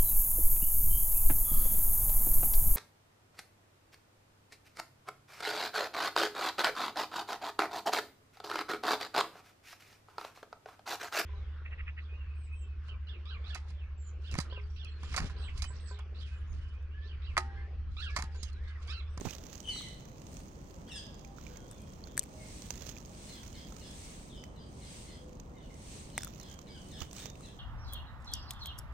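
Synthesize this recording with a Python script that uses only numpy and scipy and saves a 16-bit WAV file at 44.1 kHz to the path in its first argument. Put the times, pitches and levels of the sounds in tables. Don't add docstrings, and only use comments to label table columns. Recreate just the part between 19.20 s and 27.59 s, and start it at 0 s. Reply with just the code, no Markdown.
import sys
import numpy as np
from scipy import signal
from scipy.io import wavfile
from scipy.ndimage import uniform_filter1d

SR = 44100
rng = np.random.default_rng(int(sys.argv[2]) if len(sys.argv) > 2 else 0)


def dump(signal):
    limited = np.clip(np.atleast_2d(signal).T, -1, 1)
    pcm = np.round(limited * 32767).astype(np.int16)
    wavfile.write(sys.argv[1], SR, pcm)


def elevation(decibels):
    levels = np.asarray(decibels, float)
    return 10 ** (levels / 20)


N = 369999


def evened(x):
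    return x / np.sqrt(np.mean(x ** 2) + 1e-20)


def read(points, hz):
    f, value = np.transpose(points)
    return np.interp(np.log(hz + 1), np.log(f + 1), value)


def curve(rows):
    s, db = np.transpose(rows)
    return elevation(np.interp(np.arange(N) / SR, s, db))


def add(mix, s, sound):
    part = mix[:, round(s * SR):][:, :sound.shape[1]]
    part += sound[:, :part.shape[1]]


def placed(sound, pan_db):
    left = 1 / (1 + elevation(-pan_db))
    return 2 * np.outer([left, 1 - left], sound)


def beside_right(x, shadow_db):
    around = signal.lfilter(*signal.butter(2, 6000, fs=SR), x)
    return np.array([elevation(shadow_db) * around, x])


def coloured(x, points):
    log_gain = np.log(elevation(read(points, abs(np.fft.fftfreq(4096, 1 / SR)))))
    taps = np.fft.ifft(np.exp(np.conj(signal.hilbert(log_gain)))).real[:1024]
    return signal.oaconvolve(x, taps)[:len(x)]


def hiss(points, same, patchy_db):
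    hz = np.fft.rfftfreq(2048, 1 / SR)
    a, b, c, d, patches = rng.standard_normal((N // 512 + 6, 1025, 5)).T
    patches = uniform_filter1d(patches, size=24, axis=0)
    patches = evened(uniform_filter1d(patches, size=8, axis=1))
    like = np.clip(read(same, hz), -1, 1)[:, None]
    left = a + 1j * b
    right = like * left + np.sqrt(1 - like ** 2) * (c + 1j * d)
    z = np.array([left, right]) * elevation(read(points, hz)[:, None] + patchy_db * patches)
    return evened(signal.istft(z, nperseg=2048, noverlap=1536)[1][:, :N])


# (frequency [Hz], level [dB])
TRAFFIC = [(20, -48), (35, -7), (55, 13), (64, 3.5), (80, -1.5), (130, -2), (220, -4.5), (400, -13.5),
           (520, -14.5), (700, -20), (1050, -24.5), (1600, -34), (4000, -43.5), (16000, -65.5)]
# (frequency [Hz], left-right correlation [-1..1])
SAME = [(60, 0.93), (180, 0.92), (550, 0.4), (1650, -0.65), (4970, 0.62), (15000, 0.16)]


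def traffic():
    return elevation(-47.0) * hiss(TRAFFIC, SAME, patchy_db=0.72)


# (middle [s], half length [s], level [dB])
BROOM = [(0.017, 0.14, -72.5), (0.59, 0.14, -69.5), (1.146, 0.12, -76), (1.58, 0.29, -88.5),
         (2.584, 0.21, -84.5), (3.348, 0.18, -68.5), (3.685, 0.028, -74), (4.072, 0.16, -69),
         (4.37, 0.12, -78), (4.84, 0.24, -67.5), (5.763, 0.18, -67.5), (6.748, 0.16, -67),
         (7.275, 0.11, -82), (7.713, 0.2, -75.5), (7.997, 0.049, -66), (8.247, 0.083, -76)]
# (frequency [Hz], level [dB])
BRISTLES = [(600, -39), (1200, -15), (2200, -3), (4200, -2), (7000, -9.5), (10000, -6), (13000, -17),
            (16000, -20)]


def broom():
    t = np.arange(N) / SR
    power = sum(elevation(2 * db) * np.exp(-2 * abs((t - s) / half) ** 1.56) for s, half, db in BROOM)
    swell = elevation(9.5) * np.sqrt(power)
    return swell * hiss(BRISTLES, [(100, .1), (16000, 0)], patchy_db=.6)


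# (frequency [Hz], level [dB])
BEAK = [(1600, 0), (2100, 0.5), (3000, 1), (4200, 7.5), (5200, 3), (6500, -11), (8500, -11.5), (11000, -17)]


def note(length, start_hz, end_hz, first_db, count, hoarse=0.028):
    u = np.linspace(0, 1, round(length * SR))
    waver = evened(uniform_filter1d(rng.standard_normal(16000), size=120))[:len(u)]
    hz = (end_hz + (start_hz - end_hz) * (1 - u) ** 1.4) * (1 + hoarse * waver)
    turn = 2 * np.pi * np.cumsum(hz) / SR
    tone = 0
    for k in range(1, count + 1):
        tone = tone + elevation(read(BEAK, k * hz) + first_db * (k == 1)) * np.sin(k * turn)
    flutter = evened(uniform_filter1d(rng.standard_normal(16000), size=110))[:len(u)]
    return (elevation(3 * flutter - 3) * tone * signal.windows.tukey(len(u), .5))[None]


def chirps(pure, reedy, count, hoarse):
    out = np.zeros((1, N))
    for notes, first_db, harmonics in ((pure, 11, count), (reedy, -7.5, count + 1)):
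        for s, length, start_hz, end_hz, db in notes:
            add(out, s, elevation(db) * note(length, start_hz, end_hz, first_db, harmonics, hoarse))
    return out


# (time [s], length [s], start [Hz], end [Hz], level [dB])
STRAY_PURE = [(2.0, .15, 810, 790, -78), (2.17, .28, 500, 480, -75), (2.25, .2, 1480, 1460, -86),
              (2.28, .11, 1615, 1620, -86), (2.3, .16, 3260, 3220, -87), (2.47, .1, 3560, 3500, -88),
              (2.55, .077, 2574, 2450, -86), (2.57, .12, 3260, 3200, -87), (2.8, .14, 3260, 3220, -87),
              (2.85, .08, 3560, 3520, -87), (3.05, .22, 640, 620, -74), (3.17, .09, 2190, 2150, -76),
              (4.09, .07, 2230, 2050, -80), (4.33, .06, 2260, 2050, -79), (4.6, .07, 2850, 2800, -82),
              (4.82, .05, 2320, 2100, -79), (5.09, .065, 3860, 3090, -77), (5.145, .06, 3090, 3010, -75),
              (5.12, .06, 3800, 3300, -81), (5.15, .05, 5500, 4900, -80), (5.9, .3, 510, 490, -77),
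              (6.25, .3, 505, 480, -76), (5.6, .07, 2220, 2080, -81), (5.865, .07, 2200, 2020, -80),
              (6.33, .07, 2150, 2050, -83), (6.495, .02, 2200, 2100, -76), (7.47, .04, 2300, 2260, -80),
              (8.215, .045, 2730, 2640, -80)]
STRAY_REEDY = [(3.6, .04, 1700, 1620, -72), (7.27, .06, 1740, 1520, -64), (7.54, .055, 1720, 1450, -62),
               (7.713, .06, 1920, 1660, -62), (7.762, .035, 1690, 1420, -61), (7.985, .03, 1850, 1760, -64),
               (8.02, .03, 1780, 1860, -65), (8.228, .03, 2050, 1930, -66), (8.248, .05, 1950, 1580, -65)]
# (time [s], pitch [factor], level [dB], wait on the top note [s], upper voice [dB])
FAR_CHIRPS = [(4.077, .98, -62, .035, -6), (4.339, .995, -62, .008, -2), (4.608, .995, -63, .006, -3),
              (5.355, .96, -69, .015, -1), (5.615, .97, -67, .012, -2), (5.875, .975, -66, .02, -3),
              (6.365, .87, -70, .035, -14), (6.929, 1.04, -65, .015, -6), (7.2, 1.005, -65, .004, -6),
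              (7.466, .96, -66, .003, -1), (7.704, 1.04, -66, .002, 0), (7.96, 1.06, -68, .003, -2)]


def far_bird():
    out = chirps(STRAY_PURE, STRAY_REEDY, count=1, hoarse=.023)
    fall_s, low_db = .02, -6
    for s, pitch, db, wait, upper_db in FAR_CHIRPS:
        top, knee, end = 2170 * min(pitch, 1), 1720 * pitch, 1620 * pitch
        lead = note(0.048, 3050, 2930, 3.2, count=1)
        hold = note(wait + 0.013, top, .97 * top, low_db, count=2)
        drop = note(fall_s + 0.0086, .97 * top, knee, low_db, count=2)
        sag = note(.07, knee, end, -10.5, count=2)
        upper = note(.05, 5300 * pitch, 4900 * pitch, 0, count=1)
        add(out, s - .012, elevation(db - 9.5) * lead)
        add(out, s, elevation(db - 3.5) * hold)
        add(out, s + wait, elevation(db - 2.5) * drop)
        add(out, s + wait + fall_s, elevation(db - 1.5) * sag)
        add(out, s + wait + 0.67 * fall_s, elevation(db + upper_db) * upper)
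    return out


def yard(x, t60, gap):
    taps = np.zeros((2, SR))
    starts = np.arange(0, SR - 20, 20)
    at = starts + rng.integers(0, 20, (2, len(starts)))
    np.put_along_axis(taps, at, rng.choice([-1., 1.], at.shape), 1)
    t = np.arange(SR) / SR
    low = signal.lfilter(*signal.butter(2, 5500, fs=SR), taps)
    tail = low * elevation(-60 * t / t60) + (taps - low) * elevation(-60 * t / (0.52 * t60))
    tail *= np.minimum(t / gap, 1)
    return signal.fftconvolve(x, tail / np.linalg.norm(tail[0]), axes=1)[:, :N]


# (time [s], length [s], start [Hz], end [Hz], level [dB])
NEAR_PURE = [(.432, 0.072, 3160, 3050, -60.5), (.468, 0.046, 3090, 2980, -48.5),
             (0.615, 0.07, 2260, 1950, -67), (.565, 0.065, 4500, 3000, -61.5),
             (1.668, .035, 3150, 3400, -69.5), (1.692, 0.0384, 3050, 2650, -59.5),
             (1.76, 0.036, 3800, 3000, -61), (1.683, 0.012, 1250, 2100, -67)]
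NEAR_REEDY = [(0.489, 0.057, 2380, 2016, -51), (0.524, 0.071, 2024, 1984, -52.5),
              (.543, .055, 2330, 1997, -55), (1.68, 0.019, 1060, 1840, -63),
              (1.71, 0.056, 1922, 1687, -53.5), (1.748, .045, 1717, 1586, -49.5),
              (1.782, 0.011, 1650, 1420, -60)]


def birds():
    near = chirps(NEAR_PURE, NEAR_REEDY, count=6, hoarse=.016)
    far = far_bird()
    far = far + elevation(-6) * np.roll(far, round(0.048 * SR), axis=1)
    near = elevation(-3.0) * placed(near[0], 5.4) + elevation(-2.0) * yard(near, t60=0.64, gap=0.0065)
    far = elevation(1.5) * placed(far[0], 6.9) + elevation(1.5) * yard(far, t60=0.33, gap=0.019)
    return near + far


def grit(colour, per_s, spread_db):
    sizes = elevation(spread_db * np.minimum(rng.exponential(1, N), 2.3))
    sizes = sizes * (rng.random(N) < per_s / SR)
    shake = signal.oaconvolve(sizes, np.hanning(130), "same") + 2.1
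    return evened(coloured(shake * rng.standard_normal(N), colour))


# (start [s], hold [s], level [dB])
RUB = [(0.056, 0.089, -58.5), (0.187, 0.22, -70.5), (2.196, 0.16, -69.5), (3.446, 0.31, -69),
       (7.81, 0.005, -56.5), (7.96, 0.11, -60)]


def slides():
    t = np.arange(N) / SR
    db = []
    for s, hold, top in RUB:
        before, after = np.maximum(s - t, 0), np.maximum(t - s - hold, 0)
        db.append(top - 400 * before - 365 * after)
    return elevation(np.maximum(np.max(db, axis=0), -96))


# (time [s], level [dB])
CRACKLE = [(0, -92), (.33, -56), (.49, -76), (.62, -67.5), (1.2, -64.5), (1.75, -68.5), (2.4, -67.5),
           (3.36, -64.5), (3.66, -56), (3.85, -66.5), (4.25, -58.5), (5.05, -68), (5.45, -76),
           (5.77, -71.5), (6.87, -72.5), (7.03, -56), (7.45, -69.5), (8.39, -68.5)]
# (frequency [Hz], level [dB])
GRAIN = [(600, -6), (1500, 2.5), (3000, 5.5), (6000, 0), (10000, 2), (16000, -3.5)]
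PALM = [(400, -17), (900, -4.5), (2000, -1), (3500, 1.5), (5500, -5), (9000, -9), (16000, -8)]


def crackle():
    grass = curve(CRACKLE) * grit(GRAIN, per_s=250, spread_db=7.5)
    palm = elevation(7.5) * slides() * grit(PALM, per_s=420, spread_db=6.0)
    return beside_right(grass, -18) + beside_right(palm, -9)


# (time [s], peak [dB], pitch [Hz], left over right [dB])
KNOCKS = [(.010, -36, 233, -14), (0.052, -27.5, 303, -32), (.055, -29, 780, -17), (.015, -29.5, 336, -20),
          (.059, -29, 190, -24), (0.068, -27, 127, -26), (0.479, -48, 150, -1), (3.619, -42.5, 77.5, -24),
          (6.9788, -28.5, 766, -3), (7.815, -31.5, 71, -21)]


def knocks():
    out = np.zeros((2, N))
    for (s, db, hz, pan_db), noise in zip(KNOCKS, rng.standard_normal((len(KNOCKS), 4000))):
        turns = np.arange(0, 5, hz / SR)[:4000]
        rattle = evened(signal.lfilter(*signal.butter(2, 900, fs=SR), noise))[:len(turns)]
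        push = (np.sin(2 * np.pi * turns) + 0.17 * rattle) * np.exp(-turns / 0.91)
        add(out, s, placed(elevation(db) * push, pan_db))
    return out


def crack(noise, db, hz, ring_db, sharp_db, rise, t60, ring_t60):
    t = np.arange(len(noise)) / SR
    burst = noise * elevation(-60 * t / t60) * np.minimum(t / rise, 1)
    edge = np.diff(burst, prepend=0)
    ring = np.sin(2 * np.pi * hz * t) * elevation(-60 * t / ring_t60) * np.minimum(t / 0.0001, 1)
    body = elevation(-8) * burst / abs(burst).max() + elevation(sharp_db + 3) * edge / abs(edge).max()
    return elevation(db) * (body + elevation(ring_db + 0.5) * ring)


# (time [s], peak [dB])
STEM_TICKS = [(0.4476, -54), (0.6183, -36), (0.7445, -51), (0.8263, -51), (0.8532, -49), (0.8931, -53),
              (0.9156, -57), (0.9455, -57), (0.9991, -51), (1.1411, -41), (1.191, -43), (1.2822, -44),
              (1.3536, -57), (1.4157, -61), (1.4898, -56), (1.5541, -51), (1.6499, -54), (1.9432, -45),
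              (2.0147, -52), (2.1639, -48), (2.1718, -50), (2.2112, -44), (2.2367, -44), (2.3095, -55),
              (2.4806, -45), (2.5859, -52), (2.605, -53), (2.6677, -61), (2.6824, -60), (2.7585, -57),
              (2.7899, -59), (2.8578, -48), (2.8774, -49), (2.9132, -60), (3.107, -55), (3.1269, -52),
              (3.1793, -56), (3.2053, -55), (3.4552, -52), (3.5144, -47), (3.5254, -39), (3.7214, -41),
              (3.8574, -39), (3.9171, -49), (4.2773, -38.5), (4.7098, -42), (5.075, -54), (5.2171, -49),
              (6.1525, -53), (7.1474, -41), (7.2114, -40), (7.6175, -44), (7.6859, -46), (7.7153, -42),
              (8.2595, -46)]
# (frequency [Hz], level [dB])
STEM = [(1000, -26), (3000, -10), (5000, 0.5), (6500, -5.5), (9000, -4), (14000, -5)]


def stem_ticks():
    out = np.zeros((1, N))
    for (s, db), noise in zip(STEM_TICKS, rng.standard_normal((len(STEM_TICKS), 900))):
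        snap = crack(noise, db, 6510, -15.5, -30, rise=0.0021, t60=0.014, ring_t60=0.01)
        add(out, s, snap[None])
    return elevation(6.5) * beside_right(coloured(out[0], STEM), -18)


# (time [s], peak [dB])
SLIP_TICKS = [(.0094, -32.5), (0.051, -32), (0.0563, -29.5), (.0714, -41), (0.1077, -26), (0.15, -26.5),
              (.183, -35), (0.2376, -34), (.2534, -40), (0.266, -33), (.329, -32), (.354, -33.5),
              (0.403, -33), (.6854, -39), (.8061, -41), (1.018, -41), (1.067, -40), (1.1686, -36),
              (1.5075, -40.5), (1.866, -41), (1.993, -41.5), (2.371, -35), (6.13, -45), (6.199, -36.5),
              (6.542, -42), (0.3782, -37), (.7264, -50), (2.895, -54), (2.735, -41),
              (3.42, -31), (3.5052, -20.5), (3.539, -36), (3.5557, -35), (3.5767, -35), (3.6084, -36),
               (3.621, -29.5), (3.6658, -28.5), (3.674, -33), (3.691, -27.5), (3.696, -29.5), (3.713, -38),
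               (3.775, -35), (3.783, -35), (3.8497, -40), (7.0988, -48), (7.135, -49), (7.1796, -42),
               (7.199, -31), (7.231, -35.5), (7.313, -35.5), (7.341, -37), (7.415, -39.5), (7.911, -35.5),
               (7.9648, -33.5), (7.298, -40), (7.848, -42), (3.803, -39.5), (8.057, -25.5), (8.1, -34)]
# (time [s], peak [dB], ring [Hz], ring [dB])
POPS = [(0.088, -41, 2460, -1), (.098, -39, 2500, -7), (0.1295, -45, 2980, -1), (0.561, -43, 1300, -4),
        (.61, -49.5, 1230, 3), (2.048, -39, 2400, -11.5), (2.1848, -45.5, 1410, 0.5),
        (2.2671, -40.5, 2350, -3.5), (2.359, -47, 2160, -8), (2.84, -48, 4380, 1.5),
        (2.8716, -39, 1460, -14), (3.7674, -43, 2450, -4), (4.523, -38.5, 1330, -12),
        (4.565, -34.5, 1300, -20), (5.2385, -34, 2000, -13), (7.3897, -36, 1180, -16),
        (7.807, -37, 3470, -7), (7.8187, -27, 2950, -13), (8.155, -42.5, 2630, -12)]
# (frequency [Hz], level [dB])
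FINGER = [(500, 7.5), (1500, -5), (3000, 1.5), (6500, -0.5), (10000, -0.5), (13000, -2.5), (16000, -16)]


def slip_ticks():
    out = np.zeros((1, N))
    slips = SLIP_TICKS
    low_hz, high_hz, faint_db = 1300, 5470, -71
    rings = low_hz * (high_hz / low_hz) ** rng.random(len(slips))
    rows = [(s, db, hz, faint_db - db) for (s, db), hz in zip(slips, rings)] + POPS
    for (s, db, hz, ring_db), noise in zip(rows, rng.standard_normal((len(rows), 900))):
        slip = crack(noise, db, hz, ring_db, -38, rise=0.0014, t60=0.016, ring_t60=0.017)
        add(out, s - .0005, slip[None])
    return elevation(5.5) * beside_right(coloured(out[0], FINGER), -19.5)


# (time [s], peak [dB], ring [Hz], ring [dB], treble [dB])
FIRST_BITE = [(2.5118, -37, 1210, -19, -3), (2.522, -45, 1600, -13, -6), (2.618, -51, 3530, -25, 4),
              (2.723, -55, 1250, -10, -1.5), (2.969, -38, 1900, -15, 3), (2.9768, -23, 3540, -32, -4),
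              (2.9767, -23, 1750, -6, 3), (2.9827, -43, 1780, -10, -1.5), (2.9885, -43, 3400, -20, -1.5),
              (2.9927, -21.5, 6800, -16, 2), (2.9955, -44, 6550, -15, 3), (3.0118, -53, 3000, 1, -13),
              (3.022, -43, 2510, -16, -5), (3.03, -37, 2500, -24, 0), (3.0367, -34.5, 2260, -20, -1)]
SECOND_BITE = [(6.901, -42, 3220, -12, -8), (6.978, -18, 2080, -20, -12), (6.9787, -20.5, 2060, -6, -16),
               (6.9843, -34, 3580, -9, -17), (6.9887, -29, 5000, -16, -18), (7.007, -36, 1710, -12, -13),
               (7.02, -32.5, 5270, -12, -10), (7.0325, -19.5, 1500, -22.5, -30),
               (7.034, -40, 5500, -7, -20), (7.046, -35.5, 12100, 5, -5), (7.047, -40, 1450, -12, -20),
               (7.0708, -37, 1300, -6, -11), (7.93, -26, 3430, -36, -18), (8.2076, -45, 1210, -7.5, -2)]
# (frequency [Hz], level [dB])
FLESH = [(500, 5), (1500, 0.5), (4000, 2.5), (8000, 1.5), (12000, 6.5), (14500, -4), (16000, -18)]


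def bites():
    out = np.zeros((2, N))
    for bite, pan_db in ((FIRST_BITE, 3), (SECOND_BITE, -0.5)):
        for (s, db, hz, ring_db, sharp_db), noise in zip(bite, rng.standard_normal((len(bite), 900))):
            parting = noise + 6 * signal.unit_impulse(900, idx=30)
            snap = crack(parting, db, hz, ring_db, sharp_db, rise=0.00077, t60=0.0085, ring_t60=0.012)
            add(out, s + .0004, placed(snap, pan_db))
    return np.array([coloured(side, FLESH) for side in out])


def scene():
    close = bites()
    scatter = elevation(-21) * yard(close.mean(0)[None], t60=.06, gap=.002)
    handling = slip_ticks() + stem_ticks() + crackle() + knocks()
    return close + scatter + handling + birds() + broom() + traffic()


def top_cut(x):
    return signal.sosfilt(signal.butter(12, 16790, fs=SR, output="sos"), x)


# (frequency [Hz], level [dB])
LEFT_PORT = [(300, -2), (1200, 2), (3500, 2), (5000, 1.5), (6100, -6.5), (7200, 9), (8200, 17.5), (9500, 5),
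             (11700, -3), (13000, -1.5), (16000, -32)]
RIGHT_PORT = [(300, -1.5), (1200, 5), (3500, 2.5), (5000, 6), (6500, 14.5), (7300, 6.5), (8400, -11.5),
              (11000, -6.5), (11700, -8.5), (14500, 5.5), (16000, 2.5)]


def record(dry):
    ported = np.array([coloured(dry[0], LEFT_PORT), coloured(dry[1], RIGHT_PORT)])
    edge = signal.firwin(255, 16150, window=("kaiser", 7), fs=SR)
    return top_cut(signal.oaconvolve(ported, edge[None], "same"))


dry = scene()
out = record(dry)
dump(out)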